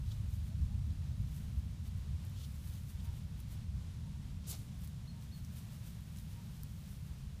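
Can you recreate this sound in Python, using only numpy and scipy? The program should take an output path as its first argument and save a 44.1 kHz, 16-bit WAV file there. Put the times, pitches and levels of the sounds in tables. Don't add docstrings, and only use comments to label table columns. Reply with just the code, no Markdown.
import sys
import numpy as np
from scipy import signal
from scipy.fft import rfft, irfft
from scipy.io import wavfile
from scipy.ndimage import uniform_filter1d

SR = 44100
rng = np.random.default_rng(int(sys.argv[2]) if len(sys.argv) > 2 else 0)


def transcribe(signal):
    frames = np.atleast_2d(signal).T
    limited = np.clip(frames, -1, 1)
    pcm = np.round(limited * 32767).astype(np.int16)
    wavfile.write(sys.argv[1], SR, pcm)


N = 326340
TIME = np.arange(N) / SR


def from_db(db):
    return 10 ** (np.asarray(db) / 20)


def unit(x):
    return x / np.sqrt(np.mean(x ** 2) + 1e-20)


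def gains(rows):
    times_s, *columns_db = np.transpose(rows)
    return [from_db(np.interp(TIME, times_s, db)) for db in columns_db]


def shape(spectrum, hz):
    points_hz, db = np.transpose(spectrum)
    return from_db(np.interp(np.log(hz + 1), np.log(points_hz + 1), db))


def resonance(hz, centre_hz, width_hz):
    return 1 / (1 + (2 * (hz - centre_hz) / width_hz) ** 2)


def coloured(x, spectrum):
    hz = np.fft.rfftfreq(len(x), 1 / SR)
    return unit(irfft(rfft(x) * shape(spectrum, hz), len(x)))


def noise(spectrum):
    return coloured(rng.standard_normal(N), spectrum)


def drift(rate_hz):
    hz = np.fft.rfftfreq(N, 1 / SR)
    return unit(irfft(rfft(rng.standard_normal(N)) * np.exp(-(hz / rate_hz) ** 2), N))


def add(mix, start_s, sound):
    part = mix[max(round(start_s * SR), 0):][:len(sound)]
    part += sound[:len(part)]


def blast(start_s, attack_s, hold_s, release_s, scatter_db=-12, scatter_s=0.095):
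    rise = np.clip((TIME - start_s) / attack_s, 0, 1) ** 2
    after_s = np.maximum(TIME - start_s - attack_s - hold_s, 0)
    scatter = from_db(scatter_db) * np.exp(-after_s / scatter_s)
    return rise * np.hypot(np.exp(-after_s / release_s), scatter)


# frequency in Hz, gain in dB.
JET_SPECTRUM = [(1470, -44), (2500, -18), (3820, -12), (4520, -9), (5500, -12), (6700, -3), (8540, -3.5),
                (10200, -2.5), (13300, -5.5), (15300, -5.5)]
RUSH_SPECTRUM = [(200, -8), (380, 11.5), (650, 7.5), (1150, 4), (1700, -1.5), (2500, 3.5), (3800, 9.5),
                 (5300, 8.5), (8000, 0), (14000, -17)]


def snort(start_s=4.455, rush_lead_s=0.071, jet_db=-44.5, rush_db=-54.5, flutter_db=1.26):
    jet = from_db(jet_db) * blast(start_s, attack_s=0.04, hold_s=0.02, release_s=0.017)
    rush = from_db(rush_db) * blast(start_s - rush_lead_s, attack_s=0.13, hold_s=0.03, release_s=0.019)
    flow = jet * noise(JET_SPECTRUM) + rush * noise(RUSH_SPECTRUM)
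    return flow * from_db(flutter_db * drift(rate_hz=180))


# centre in seconds, level in dB, sigma in seconds, nostril resonance in Hz.
SNIFF_DRAWS = [(0.105, -68, 0.045, 4100), (0.119, -58, 0.0064, 4200), (0.909, -69, .012, 4000),
               (1.867, -69, 0.015, 3500), (2.387, -62.5, .025, 3400), (2.414, -61.5, 0.011, 3300),
               (2.445, -58.5, .010, 3650), (2.745, -70, .03, 3400), (3, -66.5, 0.014, 3100)]
# frequency in Hz, gain in dB.
NOSE_SPECTRUM = [(250, -30), (480, 7), (800, -20), (1300, 5), (1900, -24), (3000, 6.5), (5500, 3),
                 (8000, 0), (14000, -34)]


def sniffs(width_hz=1100, ring_db=2):
    out, t = np.zeros(N), np.arange(16384) / SR
    hz = np.fft.rfftfreq(len(t), 1 / SR)
    for centre_s, db, sigma_s, nostril_hz in SNIFF_DRAWS:
        colour = shape(NOSE_SPECTRUM, hz) + from_db(ring_db) * resonance(hz, nostril_hz, width_hz)
        flow = unit(irfft(rfft(rng.standard_normal(len(t))) * colour))
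        start_s = max(centre_s - t[-1] / 2, 0)
        envelope = np.exp(-0.5 * ((start_s + t - centre_s) / sigma_s) ** 2)
        add(out, start_s, from_db(db) * flow * envelope)
    return out


# peak time in seconds, relative level in dB, rise and decay in seconds.
GRASS_BRUSHES = [(0.12, -69, 0.067), (0.34, -66, 0.06), (0.47, -69.5, 0.038), (1.365, -64.5, 0.069),
                 (1.59, -74, .04), (1.87, -67.5, 0.028), (1.99, -73, .025), (2.26, -70, .035),
                 (2.435, -63.5, 0.061), (2.555, -67.5, .025), (2.675, -64, 0.058), (2.755, -66.5, .045),
                 (2.9, -62, 0.025), (3.055, -65.5, 0.021), (3.17, -69, .04), (3.403, -66, 0.02),
                 (3.525, -63, 0.025), (4.845, -64, 0.045), (5.235, -68.5, .03), (5.375, -65.5, 0.032),
                 (5.45, -67, 0.017), (5.58, -61.5, 0.044), (5.735, -67.5, .05), (5.875, -63, 0.042),
                 (6.185, -63.5, 0.043), (6.32, -67.5, 0.032), (6.57, -70.5, .06), (6.72, -74, .06),
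                 (6.915, -66, 0.059), (7.07, -71, .03)]
# time in seconds, relative level in dB.
BODY_DRAG = [(0.0, -81), (0.7, -95), (1.4, -79), (2.05, -88), (2.7, -69), (3.8, -93), (4.4, -90),
             (5.1, -81), (5.7, -74), (6.9, -72.5), (7.4, -80)]


def pushing():
    power = gains(BODY_DRAG)[0] ** 2
    for peak_s, db, decay_s in GRASS_BRUSHES:
        away_s = abs(TIME - peak_s)
        near = away_s < 8 * decay_s
        power[near] += (from_db(db) * np.exp(-away_s[near] / decay_s)) ** 2
    return np.sqrt(power)


# frequency in Hz, gain in dB.
GRASS_SPECTRUM = [(500, 1), (1200, -1), (2200, 1.5), (3500, 3), (5500, 1.5), (8000, 2), (12000, 4),
                  (15500, 2.5)]


def rustle(gain_db=4, ticks_per_s=1800, spread_db=2.5, clump_db=0.2):
    ticks = (rng.random(N) < ticks_per_s / SR) * rng.choice([-1, 1], N)
    sizes = from_db(spread_db * np.minimum(rng.exponential(1, N), 5))
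    slide = rng.standard_normal(N)
    contact = unit(ticks * sizes) + slide
    clumps = from_db(clump_db * drift(rate_hz=46))
    return from_db(gain_db) * pushing() * coloured(contact * clumps, GRASS_SPECTRUM)


# start in seconds, peak in dB, crack pitch in Hz.
STEM_SNAPS = [(1.2186, -53, 12000), (2.251, -47, 10000), (2.2972, -51, 11000), (2.6865, -50, 12500),
              (2.836, -54, 10000), (2.8974, -54, 11000), (3.403, -44, 10500), (4.8204, -49, 10000),
              (4.8469, -46, 13500), (4.8753, -40.5, 11500), (5.224, -44, 5000), (5.4485, -45, 6000),
              (6.162, -42.5, 5600), (6.172, -46, 7000), (6.186, -49, 4800), (6.198, -50, 11000),
              (6.6135, -49.5, 13500), (6.634, -33, 13000)]
# frequency in Hz, gain in dB.
STEM_SPECTRUM = [(500, -28), (1500, -14), (3500, -20), (8000, -20), (15500, -17)]


def snaps(crack_s=0.00047, shiver_s=0.004, shiver_db=-21):
    out, t = np.zeros(N), np.arange(2048) / SR
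    hz = np.fft.rfftfreq(len(t), 1 / SR)
    decay = np.exp(-t / crack_s) + from_db(shiver_db) * np.exp(-t / shiver_s)
    for start_s, peak_db, crack_hz in STEM_SNAPS:
        colour = shape(STEM_SPECTRUM, hz) + resonance(hz, crack_hz, width_hz=0.53 * crack_hz)
        crack = irfft(rfft(rng.standard_normal(len(t))) * colour) * decay
        add(out, start_s, from_db(peak_db) * crack / abs(crack).max())
    return out


# time in seconds, relative buffet level in dB, relative drone level in dB.
WIND_STRENGTH = [(0.0, -39.5, -52), (0.65, -38.5, -47.5), (1.3, -44, -48), (2.0, -43, -49.5),
                 (2.55, -45.5, -51.5), (3.3, -44, -51), (3.7, -44.5, -49.5), (4.7, -47.5, -49.5),
                 (6.0, -50, -50), (7.4, -46, -52.5)]
# centre in seconds, buffet boost in dB.
WIND_GUSTS = [(0.11, 2.5), (0.64, 6.5), (0.9, 4.5), (1.21, 8), (1.58, 7.5), (1.94, 6), (2.13, 7),
              (3.08, 7.5), (3.75, 4.5), (4.35, 4), (5.43, 7), (6.3, 4)]
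# frequency in Hz, gain in dB.
BUFFET_SPECTRUM = [(18, -36), (30, -8), (42, -12), (58, -1), (78, 0.5), (100, -4), (135, -13), (190, -29),
                   (300, -69)]
DRONE_SPECTRUM = [(70, -19), (110, -1), (135, 1), (165, -2.5), (210, -8), (250, -18), (300, -24.5),
                  (400, -60), (600, -55)]


def wind(drone_gain_db=1.5, gust_sigma_s=0.026, steadiness=0.39):
    out = np.zeros(N)
    buffet, drone = gains(WIND_STRENGTH)
    gust_db = sum(db * np.exp(-0.5 * ((TIME - s) / gust_sigma_s) ** 2) for s, db in WIND_GUSTS)
    buffet *= from_db(gust_db)
    drone *= from_db(drone_gain_db)
    for spectrum, strength in ((BUFFET_SPECTRUM, buffet), (DRONE_SPECTRUM, drone)):
        eddies = noise(spectrum)
        local_power = uniform_filter1d(eddies ** 2, size=8000) + 1e-9
        out += strength * unit(eddies / local_power ** (steadiness / 2))
    return out


# start in seconds, length in seconds, top pitch in Hz, sag in Hz/s, level in dB.
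BIRD_CHIRPS = [(5.061, 0.059, 4270, 0, -64.5), (5.309, 0.061, 4420, 3500, -64.5)]


def bird(flick_s=0.0172, flick_hz=1150, attack_s=0.016, release_s=0.013, echo_s=0.046, echo_db=-11):
    out = np.zeros(N)
    for start_s, length_s, top_hz, sag_hz_per_s, db in BIRD_CHIRPS:
        t = np.arange(0, length_s, 1 / SR)
        hz = top_hz - flick_hz * np.maximum(1 - t / flick_s, 0)
        hz -= sag_hz_per_s * np.maximum(t - flick_s, 0)
        envelope = np.minimum(t / attack_s, 1) ** 1.5 * np.minimum((length_s - t) / release_s, 1)
        note = np.sqrt(2) * from_db(db) * envelope * np.sin(2 * np.pi * np.cumsum(hz) / SR)
        add(out, start_s, note)
        add(out, start_s + echo_s, from_db(echo_db) * note)
    return out


# centre in seconds, top pitch in Hz, level in dB.
FAR_BARKS = [(0.525, 640, -74.5), (0.725, 835, -73.5), (3.075, 945, -69), (3.115, 820, -75),
             (4.0, 900, -78), (4.065, 920, -73.5), (4.165, 960, -74.5), (5.17, 940, -72),
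             (6.39, 942, -67.5)]


def far_dog(length_s=0.115, arch=0.08, hoarseness=0.019, tail_s=0.2, tail_db=-8):
    barks, position = np.zeros(N), np.linspace(-1, 1, int(length_s * SR))
    envelope = np.hanning(len(position))
    jitter = hoarseness * drift(rate_hz=180)
    for centre_s, top_hz, db in FAR_BARKS:
        hz = top_hz * (1 - arch * position ** 2 + jitter[round(centre_s * SR):][:len(position)])
        partial = np.sqrt(2) * np.sin(2 * np.pi * np.cumsum(hz) / SR)
        add(barks, centre_s - length_s / 2, from_db(db) * envelope * partial)
    tail = rng.standard_normal(SR) * np.exp(-TIME[:SR] / tail_s)
    return barks + from_db(tail_db) * signal.fftconvolve(barks, tail / np.linalg.norm(tail))[:N]


# frequency in Hz, gain in dB.
AIR_SPECTRUM = [(200, -17.5), (330, -1.5), (400, -4.5), (620, -5.5), (800, -8), (950, -6.5), (1300, -9),
                (2000, -10.5), (2500, -10), (3700, -9), (4500, -11.5), (5500, -12.5), (10000, -17.5),
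                (15300, -26)]


def air(level_db=-65, waver_db=0.7):
    return from_db(level_db) * noise(AIR_SPECTRUM) * from_db(waver_db * drift(rate_hz=6.2))


def scene():
    return (wind() + air() + rustle() + snaps() + sniffs() + snort() + bird() + far_dog())[None]


def record(dry):
    cutoff_hz = 15400
    lowpass = signal.firwin(801, cutoff_hz, window=("kaiser", 9), fs=SR)
    return signal.oaconvolve(dry, lowpass[None], "same")


dry = scene()
out = record(dry)
transcribe(out)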